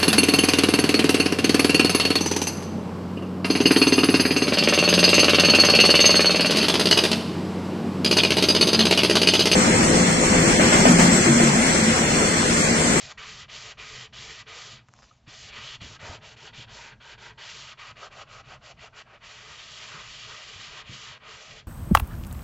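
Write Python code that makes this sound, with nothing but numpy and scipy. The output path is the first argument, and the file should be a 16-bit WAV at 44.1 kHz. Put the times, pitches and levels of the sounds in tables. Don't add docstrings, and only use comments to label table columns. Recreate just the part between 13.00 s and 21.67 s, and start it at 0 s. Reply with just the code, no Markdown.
import sys
import numpy as np
from scipy import signal
from scipy.fft import rfft, irfft, next_fast_len
from scipy.io import wavfile
from scipy.ndimage import uniform_filter1d, map_coordinates

SR = 44100
rng = np.random.default_rng(int(sys.argv[2]) if len(sys.argv) > 2 else 0)


def ratio(d):
    e = np.asarray(d, float) / 20
    return 10 ** e


def transcribe(u):
    v = np.clip(np.atleast_2d(u).T, -1, 1)
    q = np.round(v * 32767).astype(np.int16)
    wavfile.write(sys.argv[1], SR, q)


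N = 382347
TIME = np.arange(N) / SR


def unit(x):
    return x / np.sqrt(np.mean(x ** 2) + 1e-20)


def along(points, hz):
    f, value = np.transpose(points)
    return np.interp(np.log(hz + 1), np.log(f + 1), value)


def curves(rows):
    s, *columns = np.transpose(rows)
    return [np.interp(TIME, s, column) for column in columns]


def wobble(rate):
    knots = rng.standard_normal(int(N * rate / SR) + 4)
    return map_coordinates(knots, [TIME * rate])


def filtered(x, response):
    m = next_fast_len(N + SR // 2)
    return irfft(rfft(x, m) * response(np.fft.rfftfreq(m, 1 / SR)), m)[..., :N]


def modes(resonances):
    def response(f):
        total = 0
        for k, (centre, width, db) in enumerate(resonances):
            damping = 1j * f * width
            total = total + (-1) ** k * ratio(db) * damping / (centre * centre - f * f + damping)
        return total
    return response


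def colour(spectrum):
    return lambda f: ratio(along(spectrum, f))


def scratches(spread_db, patchy_db):
    hits = rng.standard_normal(N) * ratio(spread_db * wobble(900))
    z = signal.stft(hits, nperseg=256)[2]
    field = uniform_filter1d(rng.standard_normal(z.shape), 2, 0)
    field = uniform_filter1d(field, 24, 1)
    return signal.istft(z * ratio(patchy_db * unit(field)), nperseg=256)[1][:N]


def scraped(resonances, spread_db=1.5, patchy_db=1.0):
    return unit(filtered(scratches(spread_db, patchy_db), lambda f: modes(resonances)(f) ** 2))


# (f/Hz, level/dB per Hz)
QUIET = [(120, -32), (200, -10.5), (237, -8), (313, -30.5), (657, -17.5), (2260, -26.5), (2940, -25),
         (5800, -31.5), (7200, -35), (8020, -33), (10400, -66.5), (17600, -120)]


def quiet_air():
    return ratio(-69.5) * unit(filtered(rng.standard_normal(N), colour(QUIET)))


# (f/Hz, t60/s)
ROOM_DECAY = [(200, 0.72), (2000, 0.19), (8000, 0.15)]


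def room(x):
    hz, t, z = signal.stft(rng.standard_normal(SR // 3), SR, nperseg=256)
    fade = ratio(-60 * t / along(ROOM_DECAY, hz)[:, None])
    tail = signal.istft(z * fade, SR, nperseg=256)[1]
    late = np.pad(x, (200, 0))
    return signal.fftconvolve(late, tail / np.linalg.norm(tail))[:N]


# (t/s, level/dB)
LEAN = [(0, -1), (.6, 2), (1.6, -2.5), (2.6, -2), (3.3, 2.5), (3.7, 0.5), (4.9, 1.5), (5.6, -0.5),
        (6.6, -2), (7.2, 3), (7.7, -1), (8.15, -3.5), (8.67, 0)]


def shake():
    bite, _, _, weight, *_ = grip()
    effort = 0.24 * bite + 0.4 * weight - 3.5 * (1 - speed())
    lag_s = 0.1
    return -57 + curves(LEAN)[0] + uniform_filter1d(effort, int(lag_s * SR))


# (f/Hz, width/Hz, level/dB)
TABLE_MODES = [(38, 27.5, -8), (71, 42.6, -5), (108, 32.2, 0), (126.5, 28.2, 0.5), (169.8, 34, -10),
               (200, 47, -12.5)]


def tremble():
    level_db = shake() + 1.5 * wobble(2.7) + 2.4 * wobble(20)
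    return ratio(level_db) * unit(filtered(rng.standard_normal(N), modes(TABLE_MODES)))


# (t/s, peak level/dB, f/Hz, t60/s)
THUMPS = [(1.006, -51, 120, 0.16), (1.73, -51, 127, 0.11), (1.888, -49, 119, 0.077),
          (2.276, -39, 124, 0.058), (2.634, -55, 139, 0.25), (2.816, -34.5, 115, 0.06),
          (2.844, -44, 74.4, 0.16), (2.898, -46, 111, 0.11), (3.028, -41, 100.4, 0.11),
          (3.094, -35, 88, 0.1), (3.584, -43, 121, .08), (6.944, -46, 145, 0.12), (7.559, -45, 99, 0.12),
          (7.893, -35, 119, 0.074), (7.916, -48, 133, 0.26)]


def thumps():
    rattle = unit(filtered(rng.standard_normal(N), lambda f: modes([(220, 260, 0)])(f) ** 2))
    boom, t = np.zeros(N + SR), np.arange(SR // 4) / SR
    for s, db, hz, t60 in THUMPS:
        start = round(s * SR)
        ring = np.sin(2 * np.pi * hz * t) + 0.28 * np.sin(2 * np.pi * 1.4 * hz * t)
        rattling = 0.11 * ratio(35 * t / t60) * rattle[start:][:len(t)]
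        onset = 1 - np.exp(-t / 0.0038)
        boom[start:][:len(t)] += ratio(db + 5.5 - 60 * t / t60) * onset * (ring + rattling)
    return boom[:N]


# (t/s, hiss level/dB, body level/dB above the hiss)
SLIDE = [
    (1.86, -84, -3),
    (2.002, -63, -1.5),
    (2.012, -66, -3),
    (2.032, -62.5, -2),
    (2.06, -65, -8),
    (2.124, -69.5, -2),
    (2.2, -80, -11),
]
# (f/Hz, level/dB per Hz)
SKIN = [(1060, -42), (1800, -7.5), (4150, -7.5), (5370, -8.5), (5930, -7.5), (7470, -8.5), (8000, -32),
        (10400, -59), (17600, -120)]


def slide():
    hiss_db, body_db = curves(SLIDE)
    touching = 1. * (TIME > SLIDE[0][0]) * (TIME < SLIDE[-1][0])
    touching = uniform_filter1d(touching, size=900)
    hiss = unit(filtered(scratches(3, 2), colour(SKIN)))
    body = unit(filtered(scratches(2, 2), modes([(610, 450, -2), (1100, 350, 0)])))
    return touching * ratio(hiss_db + 2.0) * (hiss + ratio(body_db + 0.5) * body)


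# (t/s, peak level/dB, treble level/dB)
TICKS = [
    (1.848, -63, -15),
    (1.886, -41.5, -11.5),
    (1.89, -43, -20),
    (1.938, -37.5, -4.5),
    (1.99, -41.5, -22.5),
    (2.023, -42.5, -23),
    (2.03, -39, -16),
    (2.041, -42, -20),
    (2.06, -51, -10),
]


def ticks():
    knock, snap = np.zeros((2, N))
    for s, db, treble_db in TICKS:
        knock[round(s * SR)] = ratio(db + 17.5)
        snap[round(s * SR)] = ratio(db + treble_db + 17)
    low = filtered(knock, modes([(1160, 640, 5.5), (2910, 1200, -18)]))
    return low + filtered(snap, modes([(6100, 3000, 0)]))


# (t/s, length/s, level/dB)
SQUEAK = [
    (2.106, 0.018, -58),
]


def squeak():
    out = np.zeros(N)
    tone = np.sin(2 * np.pi * 1250 * TIME) + np.sin(2 * np.pi * 2880 * TIME) / 4
    for s, length, db in SQUEAK:
        skid = np.sin(np.pi * np.clip((TIME - s) / length, 0, 1)) * ratio(3 * wobble(300))
        out += ratio(db) * skid * tone
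    return out


# (t/s, nearness to the lower spine 0-1, nearness to the far corner 0-1)
PLACE = [
    (2.2, 0.08, 0),
    (3.0, 0.4, 0.2),
    (3.3, 0.79, 0.13),
    (4.3, 0.88, .03),
    (4.7, 0.11, 0.3),
    (5.4, 0.05, 0.48),
    (6.1, 0.43, 0.56),
    (6.5, 0.12, 0.16),
]


def place():
    return np.clip(curves(PLACE), 0, 1)


# (start t/s, end t/s, speed-up/s, slow-down/s)
STROKES = [(0, 0.128, 0.02, 0.0069), (0.173, 0.446, 0.009, 0.028), (0.479, 0.731, 0.033, 0.018),
           (0.77, 1.068, 0.027, 0.025), (1.124, 1.427, 0.017, 0.013), (1.459, 1.783, 0.036, 0.057),
           (2.262, 2.528, 0.037, 0.035), (2.502, 2.766, 0.049, 0.013), (2.801, 2.971, 0.018, 0.012),
           (2.988, 3.176, 0.02, 0.025), (3.206, 3.35, 0.041, 0.022), (3.36, 3.498, 0.015, 0.035),
           (3.525, 3.648, 0.037, 0.023), (3.668, 3.926, 0.061, 0.039), (3.999, 4.15, 0.031, 0.025),
           (4.174, 4.313, 0.02, 0.032), (4.373, 4.738, 0.018, 0.013), (4.771, 4.921, 0.027, 0.017),
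           (4.952, 5.083, 0.034, 0.025), (5.102, 5.237, 0.028, 0.015), (5.255, 5.419, 0.087, 0.013),
           (5.43, 5.565, 0.051, 0.026), (5.607, 5.727, 0.048, 0.015), (5.764, 5.884, 0.087, 0.013),
           (5.924, 6.026, 0.045, 0.0037), (6.055, 6.17, 0.043, 0.033), (6.2, 7.835, 0.058, 0.055),
           (7.822, 8.163, 0.11, 0.068), (8.196, 8.616, 0.14, 0.026)]


def speed():
    start, end, up, down = np.transpose(STROKES)
    k = np.searchsorted((end[:-1] + start[1:]) / 2, TIME)
    loose = np.sin(np.pi / 2 * np.clip((TIME - start[k]) / up[k], 0, 1))
    braking = np.sin(np.pi / 2 * np.clip((end[k] - TIME) / down[k] / 2 + .5, 0, 1)) ** 2
    return np.where(TIME < end[0] / 2, 1, loose * braking)


# (bite early level/dB, bite late level/dB, drumming early level/dB, drumming late level/dB)
PASSES = [(-48.0, -51.5, -54, -52), (-48.0, -48, -48, -53), (-46.5, -48, -53, -52),
          (-48, -49.5, -51.0, -53), (-47.5, -48.5, -55.5, -54), (-49.5, -50.0, -50.5, -55),
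          (-53, -50, -57.5, -60.5), (-46.5, -45.0, -47.5, -53), (-47, -52, -54.5, -55),
          (-51, -49.5, -49.0, -49), (-51.5, -53, -55, -55.5), (-56.0, -52.0, -57, -52),
          (-47.5, -45.5, -55.5, -54), (-51.5, -55, -53, -51.5), (-54.5, -50.0, -53, -50.5),
          (-56, -52.5, -54.5, -48.5), (-47.5, -49, -53.5, -54.5), (-51, -49.5, -50.5, -49),
          (-55.5, -50.5, -53.5, -46.5), (-57, -52.5, -55, -48.5), (-55.5, -54, -55.5, -47),
          (-59.5, -53, -59, -49), (-54, -54.5, -54, -54.0), (-50.5, -54, -55, -51),
          (-55.0, -49.5, -51.5, -51.5), (-65, -61.5, -57, -55), (-48, -46.5, -55, -50.5),
          (-50, -52.5, -51, -57.5)]
# (cover flex early level/dB, late level/dB, weight on the pages level/dB, pace level/dB)
FEEL = [(1, 0.5, 3.5, 3.5), (4, -0.5, 0.0, 0.5), (0, 0.5, 2.0, 2), (3.5, 1, 2.0, 1), (0, 2, 4, 0.5),
        (1, -1.5, 1.5, 0.5), (1.5, 0.5, 1.5, 1.5), (0.5, -1, 0, -3.5), (0.5, -2, -1, 1.5), (2, 0, 5.5, 2),
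        (0, -4, 2, 0.5), (2.5, -2.5, 1, 1), (-2, -2.0, 2.5, -2), (-2.5, 6, 0, 2), (-0.5, 1.0, -3, -2.5),
        (-1, 1, -2, 0.5), (0, -1, -1.5, -1.0), (2.5, 1.5, -2, -3), (0.5, -6.5, 2.5, -1),
        (3.5, -1.5, 2, -1.0), (-0.5, -1.0, 3, 1), (2, 1, 1, -3), (-2, 1.5, 1.5, 1), (2, 0.0, 3.5, -1),
        (1, 2, -2.5, 1.5), (3.5, 4.5, 0.5, -11), (1.5, -1.5, -2.5, -1.5), (0.5, 0.5, 2, -3)]
# (t/s, bite level/dB, drumming level/dB, flex level/dB)
LOOPS = [(6.26, -51.5, -56.5, 1.5), (6.45, -54, -54.5, 1.5), (6.6, -48.5, -52, 1), (6.73, -49, -57, -2.5),
         (6.86, -46, -51.5, 0.5), (6.98, -50.5, -47.5, 1), (7.1, -46.5, -55, -0.5), (7.2, -47, -56.5, 2.5),
         (7.34, -49, -49.5, -2), (7.51, -48, -56.5, 1), (7.62, -45.5, -51, 1.5), (7.7, -50, -52.5, -0.5),
         (7.79, -50, -49.5, 0)]
MEAN_BITE_DB, MEAN_DRUM_DB = -50, -53


def grip():
    straight = [s[:2] for s in STROKES if s[1] - s[0] < 1]
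    start, end = np.transpose(straight)
    length = end - start
    p, f = np.transpose(PASSES), np.transpose(FEEL)
    rows = [*zip(start + 0.25 * length, p[0], p[2], f[0], f[2], f[3])]
    rows += [*zip(start + 0.68 * length, p[1], p[3], f[1], f[2], f[3])]
    rows += [(*loop, 0, 0) for loop in LOOPS]
    bite, drum, flex, weight, pace = curves(sorted(rows))
    k = np.clip(np.searchsorted(start, TIME) - 1, 0, None)
    arch = np.sin(np.pi * np.clip((TIME - start[k]) / length[k], 0, 1)) ** 2
    sweep = 9 * length[k] * arch
    pace = pace - 7 * np.exp(-np.abs(TIME - start[k]) / 0.04) * (k > 0)
    return bite - MEAN_BITE_DB, drum - MEAN_DRUM_DB, flex, weight, pace, sweep


def levels():
    bite, drum, flex, weight, pace, sweep = grip()
    spine, corner = place()
    pages = -60 + weight - 0.1 * bite + 0.74 * drum + 1.5 * spine + 4 * corner
    bright = MEAN_BITE_DB + bite - 0.15 * sweep
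    hollow = -54 + 1.12 * drum
    middle = -51.5 + flex + 0.63 * bite + 0.45 * drum + 0.5 * spine - 3 * corner
    grit = -52.5 + 0.76 * bite + pace + sweep - 1.5 * spine - 1.5 * corner
    return pages, bright, hollow - bright, middle - bright, grit - bright


# (f/Hz, width/Hz, level/dB)
BOOK = [(293, 110, -8.5), (439, 121, -0.5), (596.5, 217, 0.5), (857, 190, -2.5)]


def book_pages(corner):
    uneven = dict(spread_db=0.5, patchy_db=2.97)
    low = 0.54 * (1 - 0.78 * corner) * scraped(BOOK[:2], **uneven)
    return low + 0.79 * scraped(BOOK[2:], **uneven)


# (f/Hz, width/Hz, level/dB)
HOLLOW = [(990, 213, -3.5), (1233, 143, 1), (1563, 240, -3)]
# (f/Hz, width/Hz, level/dB)
HINGE = [(925, 150, -1.5), (1327, 200, -2.5), (1580, 280, -1.5)]
# (f/Hz, width/Hz, level/dB)
CORNER = [(1107, 130, 0.5), (1293, 140, 2.5), (1500, 270, -2)]


def air_gap(spine, corner):
    middle = np.sqrt(np.clip(1 - spine - corner, 0, 1)) * scraped(HOLLOW)
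    return middle + np.sqrt(spine) * scraped(HINGE) + np.sqrt(corner) * scraped(CORNER)


# (f/Hz, width/Hz, level/dB)
MIDDLE = [(1954, 373, 2), (2169, 60, -11), (2357, 556, 3)]


def flexing_cover():
    return scraped(MIDDLE)


# (f/Hz, width/Hz, level/dB)
BRIGHT = [(2720, 403, -4), (2993, 356, 0), (3358, 260, -1), (3652, 287, -2), (4425, 1000, -7)]
# (f/Hz, width/Hz, level/dB)
TIP = [(2820, 600, -1), (3370, 620, -5), (4330, 1100, -7.5)]


def bright_cover(corner):
    return np.sqrt(1 - corner) * scraped(BRIGHT) + np.sqrt(corner) * scraped(TIP)


# (f/Hz, level/dB per Hz)
GRIT = [(2350, -40), (4000, -5.5), (4450, -3.5), (7220, -7.5), (7610, -10), (8020, -17), (10400, -55.5),
        (17600, -120)]


def cutting_grit():
    return unit(filtered(scratches(spread_db=-1.1, patchy_db=0.4), colour(GRIT)))


def block():
    pages_db, bright_db, hollow_db, middle_db, grit_db = levels()
    v = speed()
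    spine, corner = place()
    grip_db = 0.5 * wobble(14) + 0.86 * wobble(45)
    pages = ratio(pages_db) * v ** 0.66 * book_pages(corner)
    cover = ratio(hollow_db) * v ** 0.56 * air_gap(spine, corner)
    cover += ratio(middle_db) * v ** 0.75 * flexing_cover()
    cover += v * bright_cover(corner)
    cover += ratio(grit_db) * v ** 2.2 * cutting_grit()
    return ratio(grip_db) * (pages + ratio(bright_db) * cover)


def scene():
    near = slide() + ticks() + squeak() + block()
    mono = quiet_air() + ratio(-15.0) * room(near) + tremble() + thumps() + near
    return np.tile(mono, (2, 1))


# (f/Hz, level/dB)
MICROPHONE = [(20, 3), (40, 0), (7400, 0.5), (7900, -8.5), (8250, -19.5), (8400, -70)]


def microphone(dry):
    return filtered(dry, colour(MICROPHONE)) + ratio(-96.5) * rng.standard_normal(N)


def top_cut(x):
    return signal.sosfilt(signal.butter(12, 8170, fs=SR, output="sos"), x)


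def record(dry):
    heard = microphone(dry)
    return top_cut(heard)


dry = scene()
out = record(dry)
transcribe(out)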